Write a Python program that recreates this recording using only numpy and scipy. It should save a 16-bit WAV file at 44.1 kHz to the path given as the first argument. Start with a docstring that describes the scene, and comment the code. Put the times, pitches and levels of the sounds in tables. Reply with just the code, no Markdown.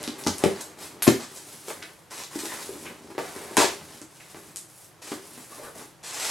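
"""A cardboard shipping box being opened on a bed, close to the microphone in a small bedroom.
The last of the packing tape snaps and rips, and the freed flaps thump the hollow box, ringing its panels.
Hands and flaps slide over the board as they are folded back; fingers tap and edges creak.
Near walls give short echoes, over a low room murmur and faint microphone hiss."""
import sys
import numpy as np
from scipy import signal
from scipy.fft import rfft
from scipy.io import wavfile
from scipy.ndimage import uniform_filter1d

SR = 44100
rng = np.random.default_rng(int(sys.argv[2]) if len(sys.argv) > 2 else 0)


def inscribe(sig):
    """Save sig as 16-bit PCM at rate SR to the path in sys.argv[1].

    A 1-D sig is mono; a 2-D sig holds one channel per row.
    Samples are clipped to [-1, 1] before scaling.
    """
    pcm = np.round(np.clip(np.atleast_2d(sig).T, -1, 1) * 32767)
    wavfile.write(sys.argv[1], SR, pcm.astype(np.int16))


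N = 277869
TIME = np.arange(N) / SR

# room murmur and microphone hiss: (frequency [Hz], level [dB])
ROOM_TONE_SPECTRUM = [(25, -37.5), (130, -6), (175, -6), (236, -25), (317, -7), (394, -16), (840, -16.5),
                      (1330, -20), (2840, -26.5), (12900, -33), (14000, -50)]
# echoes off the near walls and ceiling: (delay [s], gain [ratio])
WALL_ECHOES = [(.0013, 0.18), (.0072, 0.097), (.0098, 0.34), (0.011, 0.2)]
# reverberation of the bedroom: (frequency [Hz], time to fall 60 dB [s])
BEDROOM_T60 = [(100, 0.35), (300, 0.28), (1000, 0.28), (4000, 0.35), (8000, 0.33), (14000, 0.39)]
# stereo width of the reverberation: (frequency [Hz], side gain [dB])
REVERB_WIDTH = [(100, -39), (400, -16.5), (1000, -8.5), (2500, -9), (5000, -13.5), (9500, -7.5),
                (12000, -8), (15000, -80)]
# colours of the finest, fine and coarser slips on board, and of tape: (frequency [Hz], level [dB])
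SIZZLE_SPECTRUM = [(1000, -40), (5000, -8.5), (10500, -0.5), (12500, -5.5), (14000, -15)]
HISS_SPECTRUM = [(100, -25), (700, 1.5), (2000, 4), (5500, 4.5), (8000, 5), (11000, -5), (12800, -8),
                 (14200, -20), (16000, -62)]
RASP_SPECTRUM = [(60, -83), (200, -4.5), (400, 5), (1000, 5), (1400, -1.5), (2000, -1.5), (3000, -9),
                 (5000, -12.5), (12000, -26.5)]
TAPE_SPECTRUM = [(100, -32), (600, 4), (2000, 6), (7000, 6.5), (11500, 4.5), (13000, -0.5), (14200, -19)]
# resonances of the hollow box and its panels: (frequency [Hz], level [dB])
BOX_MODES = [(88.7, 4), (162, -4.5), (192, -1), (250, 2), (299, 3), (332, 1.5), (381, 5.5), (402, -2.5),
             (433, -3.5), (483, 3), (549, 4.5), (660, 5.5), (748, 3), (942, 1), (1025, -2), (1285, -12)]
# the small box radiates little deep bass: (frequency [Hz], gain [dB])
BOX_RADIATION = [(25, -55), (55, -2), (88, 2.5), (150, -2), (200, -0.5)]
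# board edges stick and slip: (start [s], length [s], level [dB], pitch [Hz], sharpness [Q])
EDGE_CREAKS = [(1.82, 0.015, -36.5, 1840, 1.2), (2.481, 0.06, -42.5, 1930, 13),
               (2.847, 0.045, -40.5, 2230, 1.5), (4.199, 0.013, -45.5, 2090, 1.5),
               (5.514, 0.024, -48, 1150, 18), (5.568, 0.152, -42.5, 527, 2.5),
               (5.613, 0.09, -44.5, 1150, 1.4), (5.755, 0.024, -42, 620, 6.5)]
# a hand or flap slides over the board: (start [s], length [s], hiss [dB], sizzle [dB], rasp [dB],
# panel drumming [dB], swell from start to end [dB], attack [s])
SLIDING_STROKES = [(0, 0.17, -46.5, -78, -44, -43, -8, 0.00053),
                   (0.179, 0.19, -51, -47.5, -46, -38.5, -6, 0.0054),
                   (0.38, 0.22, -46.5, -56, -42, -45, -1, 0.02),
                   (0.591, 0.55, -61, -78, -50.5, -48, 3, 0.015),
                   (0.764, 0.09, -42.5, -45.5, -48.5, -66, 0, 0.061),
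                   (1.185, 0.09, -43, -71, -44, -52, -19, 0.027),
                   (1.278, 0.41, -49.5, -49.5, -54, -51.5, -3.5, 0.034),
                   (1.648, 0.038, -39.5, -41.5, -47.5, -60, 6.5, 0.044),
                   (1.75, 0.34, -63, -59.5, -57.5, -57, -21, 0.024),
                   (2.099, 0.12, -36, -43.5, -39, -48, -14, 0.059),
                   (2.294, 0.33, -40.5, -43.5, -41.5, -47.5, 3, 0.048),
                   (2.632, 0.23, -49, -48.5, -53, -43, 3, 0.021),
                   (2.842, 0.071, -57, -71, -45.5, -40.5, -1, 0.016),
                   (2.916, 0.22, -56.5, -62.5, -55, -47.5, 5, 0.0098),
                   (3.177, 0.56, -47.5, -49.5, -43, -42.5, 0, 0.007),
                   (3.722, 0.24, -53.5, -56, -55, -50.5, 9.5, 0.014),
                   (4.074, 0.24, -54, -55, -59, -63, 3.5, 0.053),
                   (4.337, 0.18, -54.5, -54.5, -57, -49.5, -1.5, 0.0062),
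                   (4.679, 0.16, -60, -54, -79, -79, 3.5, 0.022),
                   (5.015, .11, -42, -48.5, -46.5, -51, 0, 0.0076),
                   (5.177, 0.26, -51.5, -49, -53.5, -52, 6.5, 0.056),
                   (5.479, 0.21, -51, -48, -47.5, -51, -4.5, 0.051),
                   (5.74, 0.098, -51, -51, -48, -44, 1, 0.011),
                   (6.028, 0.34, -33, -44, -40, -50.5, 14.5, 0.0034)]
# tape and creases snap: (time [s], level [dB], centre of the colour [Hz])
TAPE_SNAPS = [(0.03, -40, 10200), (0.039, -38, 4400), (.077, -35, 3650), (0.238, -40, 5430),
              (0.2646, -37, 6300), (.272, -25.5, 5630), (0.383, -37, 9300), (.438, -30, 2900),
              (0.44, -36, 9300), (1.0225, -30.5, 1890), (1.0232, -34, 10900), (1.0258, -26, 11600),
              (1.0315, -26.5, 11600), (1.082, -39, 10200), (1.827, -41, 3300), (2.237, -40.5, 5170),
              (3.363, -45.5, 8500), (3.569, -22, 8500), (3.576, -24.5, 2980), (4.016, -45.5, 7540),
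              (4.56, -36, 8800), (4.5704, -39.5, 7800), (6.037, -46.5, 7100)]
# tape tears off: (start [s], length [s], level [dB], rasp against hiss [dB], hiss tilt [dB/octave])
TAPE_RIPS = [(0.264, 0.0088, -25, 18, -18), (0.606, 0.015, -32.5, -7.5, 7), (1.032, 0.052, -37, -8, 1),
             (1.071, 0.015, -17, 5, 2.5), (1.358, 0.03, -40.5, -8, 4.5), (2.385, 0.023, -34, -12, 2),
             (3.573, 0.051, -20, -5.5, 0.5), (3.618, 0.041, -24.5, -5, -1.5)]
# fingers land on the panels: (time [s], thump [dB], panel pitch [Hz])
FINGER_TAPS = [(2.357, -28, 307), (2.434, -33.5, 340), (2.691, -31.5, 378), (2.755, -40, 310),
               (3.102, -40, 330), (3.15, -40, 383), (3.363, -37.5, 354), (3.51, -35.5, 418),
               (3.812, -43.5, 145), (4.015, -41.5, 288), (5.175, -41, 416), (5.376, -40.5, 260),
               (5.582, -46, 380)]
# flaps spring free and strike the box:
# (time [s], thump [dB], panel pitch [Hz], ring spread [octaves], slap [dB], thump left minus right [dB])
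FLAP_KNOCKS = [(.077, -28, 277, 0.18, -44, 1.5), (.266, -19, 257, 0.55, -27.5, 2),
               (.4385, -14.5, 408, 0.67, -26, 5), (.457, -20.5, 194, 0.1, -50, 8.5),
               (.4585, -17, 389, 0.062, -37, 7), (1.069, -20.5, 690, 0.42, -25.5, -2),
               (1.0772, -8.5, 280, 0.25, -38, 7), (1.0855, -11.5, 321, 0.27, -32, 10),
               (1.681, -35, 430, 0.079, -43.5, 1), (1.703, -38, 490, 0.51, -35, 2),
               (2.52, -37.5, 450, 0.59, -37, 2), (3.1803, -27, 464, 0.21, -31, 2),
               (3.188, -36, 690, 0.2, -35, 1), (3.5687, -29, 950, 0.17, -18, 9),
               (3.5695, -22, 370, 0.16, -51, 5), (3.581, -16.5, 340, 0.32, -28.5, 8),
               (3.602, -25.5, 617, 0.56, -23.5, 13), (3.62, -23.5, 840, 0.22, -27, 6),
               (3.643, -21.5, 403, 0.27, -46, 9.5), (4.345, -44, 284, 0.7, -43.5, 2),
               (5.1175, -28.5, 317, 0.33, -37.5, 1.5)]


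def amp(db):
    """Decibels to gain."""
    return 10 ** (np.asarray(db) / 20)


def read(points, hz):
    """A table's value at hz, on a log-frequency axis."""
    frequencies, values = np.transpose(points)
    return np.interp(np.log(hz + 1), np.log(frequencies), values)


def unit(x):
    """Scales to rms 1."""
    return x / np.sqrt(np.mean(x ** 2) + 1e-20)


def blow(x):
    """Scales a short sound to the energy of 30 ms at rms 1."""
    return x * np.sqrt(.03 * SR / (np.sum(x ** 2) + 1e-20))


def add(mix, time_s, sound):
    """Mixes a sound in at time_s."""
    part = mix[max(round(time_s * SR), 0):][:len(sound)]
    part += sound[:len(part)]


def colour(x, db_at, size=2048):
    """Minimum-phase filter whose gain in dB is the function db_at(Hz)."""
    hz = abs(np.fft.fftfreq(size, 1 / SR))
    log_gain = np.log(amp(np.maximum(db_at(hz), -100)))
    impulse = np.fft.ifft(np.exp(np.conj(signal.hilbert(log_gain)))).real
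    return signal.oaconvolve(x, impulse * np.linspace(1, 0, size) ** 2)[:len(x)]


def shaped(x, points):
    """Filters a sound by the spectrum in a table."""
    return colour(x, lambda hz: read(points, hz))


def drift(knots_per_s):
    """A smooth random curve of rms near 1."""
    knots = rng.standard_normal(N // 64)
    return np.interp(TIME * knots_per_s, np.arange(len(knots)), knots)


def room_tone(level_db=-55, side_db=-9):
    """Steady low murmur of the room, with microphone hiss."""
    mid, side = (unit(shaped(rng.standard_normal(N), ROOM_TONE_SPECTRUM)) for _ in range(2))
    side *= amp(side_db)
    return amp(level_db) * np.array([mid + side, mid - side])


def room_tail(build_s=0.0027):
    """Diffuse echoes of the bedroom build up, then each band dies at its own speed."""
    hz, t, bands = signal.stft(rng.standard_normal(SR * 3 // 5), SR, nperseg=256)
    decay = amp(-60 * t / read(BEDROOM_T60, hz)[:, None])
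    tail = signal.istft(bands * decay, SR, nperseg=256)[1]
    tail *= 1 - np.exp(-(np.arange(len(tail)) / SR / build_s) ** 2)
    return tail / np.linalg.norm(tail)


def reverberation(x, tails=3, turns_per_s=19):
    """The echo pattern changes as arms and flaps move: the sound feeds several tails in turn."""
    turns = turns_per_s * TIME
    shares = (np.cos(np.pi * (turns + k / tails)) * np.sqrt(2 / tails) for k in range(tails))
    return sum(signal.oaconvolve(x * share, room_tail())[:N] for share in shares)


def bedroom(x, early_db=-5.0, wet_db=-3, side_db=-1.5, sway_s=0.00019):
    """At the microphone: direct sound, wall echoes that shift as the flaps move, and the diffuse tail."""
    mono = x.mean(0)
    # the echoes and the tail carry little bass, so thumps stay close and dry
    to_walls = shaped(mono, [(350, -12), (1000, 0)])
    to_tail = shaped(mono, [(300, -7), (1200, 0)])
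    walls = sum(gain * np.interp(TIME - delay - sway_s * drift(12), TIME, to_walls, left=0)
                for delay, gain in WALL_ECHOES)
    mid = amp(wet_db) * reverberation(to_tail)
    side = amp(side_db) * shaped(reverberation(mono), REVERB_WIDTH)
    return amp(early_db) * (x + walls) + np.array([mid + side, mid - side])


def fibre_slips(per_s, spread_db):
    """Tiny slips of fibres: random clicks, a few much larger than the rest."""
    strength = amp(spread_db * np.minimum(rng.exponential(1, N), 4))
    return unit(strength * rng.choice([-1, 1], N) * (rng.random(N) < per_s / SR))


def crack(decay_s, crumble=1.77, size=2048):
    """One sharp break and a brief, uneven crumble of fibres, evened out so that it has no pitch."""
    fibres = rng.laplace(size=size) * np.exp(-np.arange(size) / SR / decay_s)
    burst = signal.unit_impulse(size) + crumble * fibres / np.linalg.norm(fibres)
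    power = unit(uniform_filter1d(abs(rfft(burst)) ** 2, size=3)) + .05
    bins_hz = np.fft.rfftfreq(size, 1 / SR)
    return colour(burst, lambda hz: -10 * np.log10(np.interp(hz, bins_hz, power)))


def panel_ring(panel_hz, octaves, damping, contact_s=0.0024):
    """The ring of one panel: the box modes nearest to its pitch sound most."""
    t = np.arange(SR // 4) / SR
    hz, db = np.transpose(BOX_MODES)[:, :, None]
    t60 = 0.1 / damping * (400 / hz) ** 0.78  # higher modes die sooner
    share = 1 / (1 + (np.log2(hz / panel_hz) / octaves) ** 2)
    modes = share * amp(db - 60 * t / t60) * np.sin(2 * np.pi * hz * t)
    onset = 1 - np.exp(-t / contact_s)  # soft board takes a moment to take up the blow
    return shaped(modes.sum(0) * onset, BOX_RADIATION)


def edge_creaks(wander_octaves=0.022):
    """Quick slips ring a resonance of the board's edge, which wanders as the contact moves."""
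    out = np.zeros(N)
    slips = fibre_slips(per_s=1400, spread_db=1.3)
    wander = 2 ** (wander_octaves * drift(60))
    for start, length, db, hz, sharpness in EDGE_CREAKS:
        during = (TIME >= start) & (TIME < start + length)
        # shift down, low-pass, shift back: a band that follows the pitch
        carrier = np.exp(2j * np.pi * np.cumsum(hz * wander[during]) / SR)
        lowpass = signal.butter(2, hz / sharpness / 2, fs=SR)
        ring = (carrier * signal.lfilter(*lowpass, slips[during] / carrier)).real
        add(out, start, amp(db) * unit(ring * signal.windows.tukey(len(ring), .4)))
    return out


def stroke_pressure(start, length, swell_db, attack_s, lift_db_per_s=256):
    """Gain of one stroke: it takes hold, swells or eases while it lasts, and dies as the hand lifts."""
    t = TIME - start
    hold = np.clip(t / attack_s, 0, 1)
    progress = np.clip(t / length, 0, 1)
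    lifted_s = np.clip(t - length, 0, 1)
    return hold * amp(swell_db * (progress - .5) - lift_db_per_s * lifted_s)


def rubbing():
    """Sliding on board: the finest slips sizzle, fine ones hiss, coarser ones rasp, the coarsest drum."""
    power = sum((amp(levels_db)[:, None] * stroke_pressure(start, length, swell_db, attack_s)) ** 2
                for start, length, *levels_db, swell_db, attack_s in SLIDING_STROKES)
    hiss_gain, sizzle_gain, rasp_gain, drum_gain = np.sqrt(power)
    grip = amp(2.75 * drift(110))  # the contact catches and lets go
    hiss = hiss_gain * unit(shaped(fibre_slips(per_s=7000, spread_db=4.5), HISS_SPECTRUM))
    sizzle = sizzle_gain * unit(shaped(fibre_slips(per_s=2500, spread_db=5.2), SIZZLE_SPECTRUM))
    rasp = rasp_gain * unit(shaped(fibre_slips(per_s=2500, spread_db=3.0), RASP_SPECTRUM))
    held_panel = panel_ring(panel_hz=340, octaves=0.68, damping=2)  # the resting hand damps it
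    drum = drum_gain * unit(signal.oaconvolve(fibre_slips(per_s=130, spread_db=2.66), held_panel)[:N])
    return grip * (hiss + sizzle + rasp) + drum


def tape_snaps(width_hz=1600):
    """Taut tape and creases give way in short cracks, each with a broad hump of colour."""
    out = np.zeros(N)
    for time_s, db, centre_hz in TAPE_SNAPS:
        hump = lambda hz: read(TAPE_SPECTRUM, hz) - 10 * np.log10(1 + ((hz - centre_hz) / width_hz) ** 2)
        add(out, time_s, amp(db) * blow(colour(crack(decay_s=0.0017), hump)))
    return out


def tape_rips():
    """The glue lets go in a dense run of slips that shake both tape and board."""
    out = np.zeros(N)
    slips = fibre_slips(per_s=4000, spread_db=5.1)
    rasp = shaped(slips, RASP_SPECTRUM)
    for start, length, db, rasp_db, tilt_db in TAPE_RIPS:
        hiss = colour(slips, lambda hz: read(HISS_SPECTRUM, hz) + tilt_db * np.log2(hz / 4000 + 0.13))
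        during = (TIME >= start) & (TIME < start + length)
        tear = unit(hiss[during]) + amp(rasp_db) * unit(rasp[during])
        add(out, start, amp(db) * unit(tear * signal.windows.tukey(len(tear), .25)))
    return out


def box_knocks(crush_db=-12.5, tap_octaves=0.21, tap_slap_db=-48, tap_pan_db=1.5):
    """Each flap or fingertip slaps the board and rings the struck panel of the hollow box."""
    out = np.zeros((2, N))
    # soft fingertips all slap equally lightly
    taps = [(*tap, tap_octaves, tap_slap_db, tap_pan_db) for tap in FINGER_TAPS]
    for time_s, thump_db, panel_hz, octaves, slap_db, pan_db in [*FLAP_KNOCKS, *taps]:
        damping = 1 + amp(thump_db - crush_db)  # hard blows crush the board and ring shorter
        thump = amp(thump_db) * blow(panel_ring(panel_hz, octaves, damping))
        contact = crack(decay_s=0.0082, crumble=18.0, size=len(thump))
        slap = amp(slap_db) * blow(shaped(contact, RASP_SPECTRUM))
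        add(out[0], time_s, thump * amp(pan_db / 2) + slap)
        add(out[1], time_s, thump / amp(pan_db / 2) + slap)
    return out


def scene(left_db=1.0):
    """The box close up in the bedroom, with rubbing, creaks and tape slightly left of the microphone."""
    surface = rubbing() + edge_creaks() + tape_snaps() + tape_rips()
    pan = amp([[left_db / 2], [-left_db / 2]])
    return bedroom(box_knocks() + surface * pan) + room_tone()


def record(dry, cutoff_hz=16100):
    """The recorder clips any peak over full scale, then cuts the highest treble."""
    lowpass = signal.firwin(511, cutoff_hz, window=("kaiser", 9), fs=SR)
    return signal.oaconvolve(np.clip(dry, -1, 1), lowpass[None], "same")


dry = scene()
out = record(dry)
inscribe(out)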